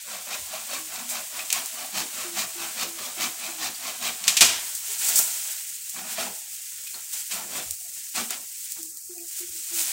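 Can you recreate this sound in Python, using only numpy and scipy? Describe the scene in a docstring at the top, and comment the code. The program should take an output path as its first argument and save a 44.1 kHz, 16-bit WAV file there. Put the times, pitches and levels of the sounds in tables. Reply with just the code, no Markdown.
"""Foliage rustles in a walled yard as a hand saw cuts a shrub's branch: light pushes, hard rasping pulls.
Teeth tear fibres and shake blade, branch and trunk; from 1.9 s a far bird hoots in a short run.
Near 4.4 s the branch cracks, tears off, falls and is dragged away, leaves hissing and twigs snapping.
From 6 s a few trial strokes scrape the next branch; at 8.8 s the bird starts a second run.
All is heard from a few metres away through a noise suppressor."""
import sys
import numpy as np
from scipy import signal
from scipy.fft import rfft, irfft
from scipy.io import wavfile
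from scipy.ndimage import uniform_filter1d

SR = 44100
rng = np.random.default_rng(int(sys.argv[2]) if len(sys.argv) > 2 else 0)


def digitize_waveform(pressure):
    """Quantize a signal to 16-bit integers and store it at the path in sys.argv[1].

    Rows of a 2-D input are taken as channels; values are limited to [-1, 1].
    """
    field = np.atleast_2d(pressure).T
    bounded = np.clip(field, -1, 1)
    quanta = np.round(bounded * 32767).astype(np.int16)
    wavfile.write(sys.argv[1], SR, quanta)


N = 437451
TIME = np.arange(N) / SR

# resonances of the branch and the steel blade: pitch_hz, width_hz, gain_db
BRANCH_MODES = [(627.7, 42.6, -0.5), (740, 104, 2), (869, 157, 2.5), (1015, 193, 2), (1354, 200, 2),
                (1745, 465, -4), (2620, 270, -2)]
BLADE_MODES = [(2347, 25, 27), (2433, 124, 15.5), (2780, 29, -22), (2781, 8.7, -12), (3200, 28, 21),
               (3520, 59, -24), (4120, 30, 9.5), (4400, 13, -10)]
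# spectra of trunk, leaves and cracking wood: freq_hz, gain_db
TRUNK_SPECTRUM = [(30, -34), (70, -22.5), (140, -7.5), (220, -2.5), (290, -4), (420, -2.5), (600, -8.5),
                  (1200, -27.5)]
LEAF_SPECTRUM = [(1000, -48), (2000, -35.5), (4000, -15), (5500, -8.5), (7000, -2.5), (8200, -1),
                 (10500, -8), (13000, -9.5), (15500, -5)]
CRACK_SPECTRUM = [(100, -37), (600, -23), (1500, -12.5), (2600, 1), (4300, -0.5), (5800, 0.5), (7700, 2),
                  (10000, -7.5), (15500, -14)]


def undb(db):
    """Decibels to gain."""
    return 10 ** (np.asarray(db) / 20)


def unit(x):
    """Scale to rms 1."""
    return x / np.sqrt(np.mean(x ** 2) + 1e-20)


def along(points, hz):
    """Interpolate (freq_hz, value) points over log frequency."""
    freq_hz, value = np.transpose(points)
    return np.interp(np.log(np.maximum(hz, 1)), np.log(freq_hz), value)


def through(x, response):
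    """Convolve with a response scaled to unit energy."""
    return signal.oaconvolve(x, response / np.linalg.norm(response))[:N]


def colour(x, spectrum, size=4096):
    """Minimum-phase filter; keeps the power of white noise."""
    cepstrum = irfft(np.log(undb(along(spectrum, np.fft.rfftfreq(size, 1 / SR)))))
    cepstrum[1:size // 2] *= 2
    cepstrum[size // 2 + 1:] = 0
    return through(x, irfft(np.exp(rfft(cepstrum))))


def ring(x, modes, size=6000):
    """Drive a set of damped resonances."""
    t, response = TIME[:size], 0
    for k, (hz, width_hz, db) in enumerate(modes):
        decay = undb(db) * width_hz * np.exp(-np.pi * width_hz * t)
        response += (-1) ** k * decay * np.sin(2 * np.pi * hz * t)
    return through(x, response)


def resonate(drive, hz, width_hz):
    """Two passes through one resonance; rms 1."""
    b, a = signal.iirpeak(hz, hz / width_hz, fs=SR)
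    return unit(signal.lfilter(b, a, signal.lfilter(b, a, drive)))


def walk(rate_hz):
    """Smooth random wander, spread near 1."""
    step = max(int(SR / rate_hz), 1)
    return 1.1 * uniform_filter1d(np.repeat(rng.standard_normal(N // step + 1), step)[:N], step)


def clicks(rate_hz, spread_db):
    """Random clicks of unequal size; rms 1."""
    size = undb(spread_db * np.minimum(rng.exponential(size=N), 5))
    return unit((rng.random(N) < rate_hz / SR) * rng.choice([-1, 1], N) * size)


def burst(start_s, length_s, size=16384):
    """Flat-spectrum burst as (span, samples), with the energy of 10 ms at rms 1."""
    fade = np.exp(-(TIME[:size] / length_s) ** 2)
    spectrum = rfft(rng.standard_normal(size) * fade)
    noise = irfft(spectrum / (abs(spectrum) + 1e-12)) * fade ** 0.12
    noise *= np.sqrt(SR / 100) / np.linalg.norm(noise)
    first = int(start_s * SR)
    return slice(first, first + size), noise[:N - first]


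def bursts(rows):
    """One burst per row, summed."""
    out = np.zeros(N)
    for start_s, level_db, length_s in rows:
        span, noise = burst(start_s, length_s)
        out[span] += noise * undb(level_db)
    return out


def air(level_db=-59.5):
    """Faint outdoor noise, wavering in level."""
    spectrum = [(25, -18), (60, 0), (130, -7.5), (300, -3.5), (700, -5.5), (1200, -2.5), (3000, -9.5),
                (15000, -21.5)]  # freq_hz, gain_db
    return undb(level_db) * colour(rng.standard_normal(N), spectrum) * undb(1.26 * walk(12))


def foliage(stem_db=-12, bough_db=-25):
    """Thousands of stiff leaves tick while twigs brush; hard dragging also sounds the wood."""
    levels = [(0.0, -36, -45), (1.9, -34.5, -44), (4.3, -35.3, -43.5), (4.5, -42, -27.5), (4.6, -30.5, -35),
              (4.76, -29.5, -42.5), (4.98, -29, -39.5), (5.02, -23.5, -34), (5.19, -22.5, -31.5),
              (5.26, -26.5, -38.5), (5.46, -30, -40), (5.74, -34.5, -48), (6.8, -35, -48),
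              (7.9, -35, -52.5), (8.78, -34.5, -49.5), (8.92, -38, -65), (9.25, -36.5, -58),
              (9.9, -28, -37.5)]  # stirring, fall, drag, settling: time_s, hiss_db, rub_db
    swishes = [(1.1, 0.021, 0.06, -26.5, -39), (6.125, 0.073, 0.036, -30, -38.5),
               (6.2, 0.084, 0.11, -30.5, -34), (7.14, 0.036, 0.18, -34, -43), (7.32, 0.035, 0.18, -31, -38),
               (7.58, 0.13, 0.17, -33, -40), (7.97, 0.025, 0.22, -39.5, -49),
               (8.16, 0.022, 0.12, -26.5, -31), (8.32, 0.034, 0.061, -43, -33.5),
               (9.37, 0.12, 0.2, -32.5, -45.5), (9.795, 0.066, 0.077, -21.5, -34.5)]  # leafy twigs: peak_s, rise_s, fall_s, hiss_db, rub_db
    brush_spectrum = [(400, -58), (1150, -20.5), (1850, -3), (2600, 2), (4000, -1), (6000, -3),
                      (9000, -16.5), (15500, -24)]  # freq_hz, gain_db
    time_s, *curves_db = np.transpose(levels)
    hiss, rub = (undb(np.interp(TIME, time_s, db)) for db in curves_db)
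    for peak_s, rise_s, fall_s, hiss_db, rub_db in swishes:
        swell = np.interp(TIME - peak_s, [-rise_s, 0, fall_s], [0, 1, 0])
        hiss = np.hypot(hiss, undb(hiss_db) * swell)
        rub = np.hypot(rub, undb(rub_db) * swell)
    sway = undb(0.8 * walk(14))
    ticks = clicks(7000, 0.9) * undb(walk(60)) * sway * hiss
    scrapes = clicks(5000, 1.6) * undb(0.78 * walk(45)) * sway * rub
    pressure = np.minimum(rub / undb(-42.5), 1)
    drag = scrapes * pressure
    wood = undb(stem_db) * ring(drag, BRANCH_MODES) + undb(bough_db) * colour(drag, TRUNK_SPECTRUM)
    return colour(ticks, LEAF_SPECTRUM) + colour(scrapes, brush_spectrum) + wood


def strokes(first_pull_s=0.323, cycle_s=0.415, push_lead_s=0.186, count=21):
    """Steady pushes and pulls, then hesitant trials; effort counts most on the pull."""
    # strokes at full effort: rise_s, fall_s, teeth_db, wood_db, shudder_db
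    push = (0.105, 0.125, -37.5, -42.5, -49.5)
    pull = (0.077, 0.087, -30, -37.6, -41.5)
    effort = [(0.15, -7), (0.75, -5.5), (1.55, -6), (2.0, -0.5), (2.8, -1), (4.1, 0)]  # pressure on the saw: time_s, level_db
    trials = [(5.975, 0.043, 0.25, -44), (6.201, 0.05, 0.14, -37), (7.364, 0.065, 0.15, -43.5),
              (7.586, 0.12, 0.052, -39), (8.18, 0.045, 0.065, -37), (8.344, 0.029, 0.12, -51.5)]  # on the next branch: peak_s, rise_s, fall_s, level_db
    for k in range(count):
        pulling = k % 2
        peak_s = first_pull_s + k // 2 * cycle_s - (0 if pulling else push_lead_s)
        rise_s, fall_s, teeth_db, wood_db, shudder_db = pull if pulling else push
        db = np.interp(peak_s, *np.transpose(effort)) * (1 if pulling else 0.55)
        yield peak_s, rise_s, fall_s, teeth_db + db, wood_db + 0.23 * db, shudder_db + 1.28 * db
    for peak_s, rise_s, fall_s, db in trials:
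        yield peak_s, rise_s, fall_s, db, db - 1, db - 3.5


def blade_notes(scrape, low_hz=1100, high_hz=4600, width_hz=70):
    """Four random bending notes of the clamped blade; rms 1."""
    return unit(sum(resonate(scrape, hz, width_hz) for hz in rng.uniform(low_hz, high_hz, 4)))


def saw(nominal_tooth_hz=520, tip_lag_s=0.00091, trunk_lag_s=0.017, flex_hz=715, shudder_hz=254):
    """Teeth catch at a rate set by blade speed; each tears fibres and shakes blade, branch and trunk."""
    rasp_spectrum = [(300, -23), (600, -10.5), (1500, -12.5), (2400, -1), (3300, -1), (5000, -1),
                     (7800, -1), (10500, -11), (15500, -7)]  # freq_hz, gain_db
    speed, rasp, knock, shake, bending, position = np.zeros((6, N))
    for k, (peak_s, rise_s, fall_s, teeth_db, wood_db, shudder_db) in enumerate(strokes()):
        span = slice(int((peak_s - rise_s) * SR), int((peak_s + fall_s) * SR))
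        force = np.interp(TIME[span] - peak_s, [-rise_s, 0, fall_s], [0, 1, 0])
        pace = np.sin(force * np.pi / 2)
        speed[span] = np.maximum(speed[span], pace)
        position[span] = (-1) ** k * (np.cumsum(pace) / pace.sum() - 0.5)
        rasp[span] += undb(teeth_db) * (1.35 * force ** 1.54 + 0.075 * np.sqrt(pace))
        knock[span] += undb(wood_db) * pace ** 1.35
        shake[span] += undb(shudder_db) * pace
        # the kerf clamps the blade differently each stroke, shifting the pitches
        blade_hz, branch_hz = np.array([flex_hz, shudder_hz]) * np.exp(0.2 * rng.uniform(-1.21, 1, 2))
        scrape = rng.standard_normal(SR)[:len(pace)]
        bending[span] += undb(wood_db - 9) * pace * resonate(scrape, blade_hz, width_hz=120)
        bending[span] += undb(teeth_db - 8) * pace ** 2 * blade_notes(scrape)
        bending[span] += undb(shudder_db - 7) * pace * resonate(scrape, branch_hz, width_hz=70)
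    tooth_phase = np.cumsum(nominal_tooth_hz * (0.2 + speed) * np.exp(0.22 * walk(150))) / SR
    grip = undb(1.5 * walk(170) + 1.15 * walk(45))  # the kerf grabs and lets go
    tearing = unit(np.exp(-(tooth_phase % 1) / 0.47) * clicks(16000, 2.64) * grip)
    # the path to the tip changes as the saw slides, sweeping the colour
    tip_echo = np.interp(TIME - tip_lag_s * (1 + position), TIME, tearing)
    tearing = unit(tearing + 0.34 * tip_echo)
    tooth_onsets = np.diff(np.floor(tooth_phase), prepend=0)
    catches = unit(tooth_onsets * (1 + 0.38 * rng.standard_normal(N)) * grip)
    teeth = undb(2.5) * colour(tearing * rasp, rasp_spectrum)
    blade = undb(-12) * ring(tearing * rasp, BLADE_MODES)
    branch = ring((0.54 * tearing + 0.66 * catches) * knock, BRANCH_MODES)
    trunk = undb(-5) * colour(np.roll(tearing * shake, int(trunk_lag_s * SR)), TRUNK_SPECTRUM)
    return teeth + blade + branch + bending + trunk


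def taps(ref_t60_s=0.18, ref_hz=700):
    """A struck stick or blade rings on one note, wavering among the walls; high notes die sooner."""
    strikes = [(.325, 2490, -34), (.53, 637, -36.5), (1.392, 2520, -33.5), (1.828, 727, -38),
               (3.232, 710, -39), (3.745, 4590, -39), (6.18, 668, -30), (6.865, 2510, -44),
               (6.94, 4290, -39.5), (7.32, 2490, -35), (7.378, 892, -36), (7.52, 743, -40),
               (8.155, 2503, -34), (8.175, 228.3, -32.5), (8.315, 706, -42.5), (9.18, 2470, -52)]  # start_s, pitch_hz, level_db
    out, t = np.zeros(N), TIME[:SR // 2]
    for start_s, hz, level_db in strikes:
        t60_s = ref_t60_s * (ref_hz / hz) ** 0.33
        tone = np.sin(2 * np.pi * hz * t) + resonate(rng.standard_normal(len(t)), hz, hz / 8)
        envelope = undb(level_db - 60 * t / t60_s) * (1 - np.exp(-t * hz / 3))
        first = int(start_s * SR)
        out[first:first + len(t)] += envelope * tone
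    return out


def thuds():
    """Packed earth takes soft, heavy blows."""
    blows = [(.39, -49, 0.063), (4.42, -41, 0.12), (6.17, -56, 0.07), (7.655, -44, 0.065),
             (9.48, -55, 0.047)]  # start_s, level_db, length_s
    ground_spectrum = [(30, -18), (60, 6), (85, 7), (120, 0), (200, -26), (500, -47)]  # freq_hz, gain_db
    return colour(bursts(blows), ground_spectrum)


def birds(echo_t60_s=0.38, attack_s=0.0088):
    """Far, nearly pure notes sag in pitch; paths among trees and walls make them flutter and linger."""
    lone_calls = [(0.761, 0.088, 316, -51), (0.999, 0.075, 241, -53.5), (4.871, 0.05, 404, -58),
                  (7.805, 0.06, 693, -64), (9.147, 0.085, 686, -59)]  # start_s, length_s, pitch_hz, level_db
    out, t = np.zeros(N), TIME[:SR // 2]
    for start_s, length_s, hz, level_db in hoots() + list(lone_calls):
        pitch_hz = hz * (1 + 0.086 * (np.exp(-t / 0.046) - 0.35))
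        swell = np.interp(t, [0, attack_s, attack_s + 1.18 * length_s], [0, 1, 0])
        note = swell * np.sin(2 * np.pi * np.cumsum(pitch_hz) / SR)
        lags_s = rng.uniform(0.01176, 0.11, 14)
        echoes = sum(undb(-60 * lag / echo_t60_s) * np.roll(note, int(lag * SR)) for lag in lags_s)
        call = note + 0.5 * echoes
        call *= np.sqrt(length_s * SR) / np.linalg.norm(call)
        first = int(start_s * SR)
        out[first:first + len(t)] += undb(level_db) * call[:N - first]
    return out * undb(2.2 * walk(60))


def hoots(period_s=0.309, length_s=0.11, opening_hz=323, hz=351.3, sink_hz_per_s=16, fade_db_per_s=4.5):
    """Notes of the hooting bird: a low, soft opener, then an even run that sinks and fades."""
    runs = [(1.935, -44.5), (8.783, -45.5)]  # start_s, level_db
    notes = []
    for start_s, db in runs:
        notes.append((start_s, length_s, opening_hz, db - 7))
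        for s in period_s * np.arange(1, 6):
            notes.append((start_s + s, length_s, hz - sink_hz_per_s * s, db - fade_db_per_s * s))
    return [note for note in notes if note[0] < N / SR]


def cracks(blade_db=-17, knock_db=-21, thump_db=-33, ref_length_s=0.019):
    """Fibre bundles break and kick the blade, and later the blade is set down on the next branch; longer events
    move branch and trunk more."""
    breaks = [(1.5026, -23, 0.0029), (1.5275, -20, 0.0037), (4.24, -28, 0.0044), (4.272, -29, 0.0044),
              (4.2795, -9.5, 0.0062), (4.292, -22.5, 0.0094), (4.368, -19.5, 0.0028),
              (4.371, -13.5, 0.0079), (4.408, -5, 0.012), (4.419, -7.5, 0.012), (4.444, -14, 0.024),
              (6.871, -35.5, 0.0087), (7.311, -26, 0.029)]  # breaks, then blade knocks on the next branch: start_s, level_db, length_s
    snap, knock, thump = np.zeros((3, N))
    for start_s, level_db, length_s in breaks:
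        span, fibres = burst(start_s, length_s)
        doublings = np.log2(length_s / ref_length_s)
        snap[span] += fibres * undb(level_db)
        knock[span] += fibres * undb(level_db + knock_db + 7 * doublings)
        thump[span] += fibres * undb(level_db + thump_db + 5 * doublings)
    wood = colour(snap, CRACK_SPECTRUM) + ring(knock, BRANCH_MODES) + colour(thump, TRUNK_SPECTRUM)
    return wood + undb(blade_db) * ring(snap, BLADE_MODES)


def twigs():
    """Thin twigs snap and flick against leaves and ground: bright, no body."""
    snaps = [(1.5265, -17.5, 0.0031), (1.659, -27, 0.0024), (4.75, -25, 0.01), (5.071, -27, 0.0085),
             (5.086, -18, 0.0086), (5.157, -18, 0.005), (5.157, -9.5, 0.049), (5.188, -12, 0.0076),
             (5.895, -29, 0.008), (7.13, -28, .014), (7.709, -23, 0.0019), (8.306, -23.5, .004),
             (8.721, -27.5, 0.0016), (8.830, -31, 0.0017), (8.972, -35, .0015), (9.18, -35, .002)]  # start_s, level_db, length_s
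    return colour(bursts(snaps), LEAF_SPECTRUM)


def knocks(trunk_db=-8, bark_db=1):
    """Wood bumps wood, or the blade is set down on a branch: bark clacks, the branch rings, the trunk thumps."""
    bumps = [(4.415, -18.5, 0.021), (5.08, -35.5, 0.071), (5.19, -31.5, 0.01), (6.94, -42.5, 0.046),
             (8.306, -38, .008), (8.76, -48, 0.04)]  # start_s, level_db, length_s
    blows = bursts(bumps)
    bark = undb(bark_db) * colour(blows, CRACK_SPECTRUM)
    return bark + ring(blows, BRANCH_MODES) + undb(trunk_db) * colour(blows, TRUNK_SPECTRUM)


def yard(x, wet_db, size=32768):
    """Direct sound plus scattered returns from gate, walls and shed roof."""
    decay_times = [(100, 0.1), (700, 0.68), (2600, 0.21), (6000, 0.39), (14000, 0.54)]  # freq_hz, t60_s
    t, tail = TIME[:size], 0
    noise, hz = rfft(rng.standard_normal(size)), np.fft.rfftfreq(size, 1 / SR)
    octave = np.log2(np.clip(hz, 125, 16000) / 125)
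    for k in range(8):
        band = irfft(noise * np.maximum(1 - abs(octave - k), 0))
        tail += band * undb(-60 * t / along(decay_times, 125 * 2 ** k))
    tail *= np.minimum(t / 0.0057, 1) * (1 + np.exp(-t / 0.016))  # soft onset, strong early returns
    response = undb(wet_db) * tail / np.linalg.norm(tail)
    response[0] += 1
    return through(x, response)


def suppress(x, floor_db=-15, size=1024):
    """Noise suppressor: turns down bins whose smoothed power is under the gate."""
    gate = [(100, -99), (250, -73.5), (500, -75.5), (1200, -74.5), (2000, -83), (4000, -74), (6000, -102)]  # freq_hz, threshold_db
    hz, _, frames = signal.stft(x, SR, nperseg=size, noverlap=3 * size // 4)
    power = uniform_filter1d(abs(frames) ** 2, size=3, axis=-1)
    power = uniform_filter1d(power, size=3, axis=-2)
    ratio = (power / undb(along(gate, hz))[:, None] ** 2) ** 2
    gain = np.maximum(ratio / (1 + ratio), undb(floor_db))
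    return signal.istft(frames * gain, SR, nperseg=size, noverlap=3 * size // 4)[1][..., :N]


def scene():
    """All sources over outdoor air, the same in both channels."""
    mono = air() + yard(saw(), wet_db=-5.5)
    mono += yard(cracks() + knocks(), wet_db=-2.5)
    mono += yard(foliage(), wet_db=-12.5) + yard(twigs(), wet_db=-5.5)
    mono += taps() + thuds() + birds()
    return np.array([mono, mono])


def record(dry):
    """Hush the quiet gaps, round the peaks, low-pass at 15750 Hz."""
    rounded = 0.8 * np.tanh(suppress(dry) / 0.8)
    return signal.sosfilt(signal.ellip(10, 0.2, 75, 15750, fs=SR, output="sos"), rounded)


dry = scene()
out = record(dry)
digitize_waveform(out)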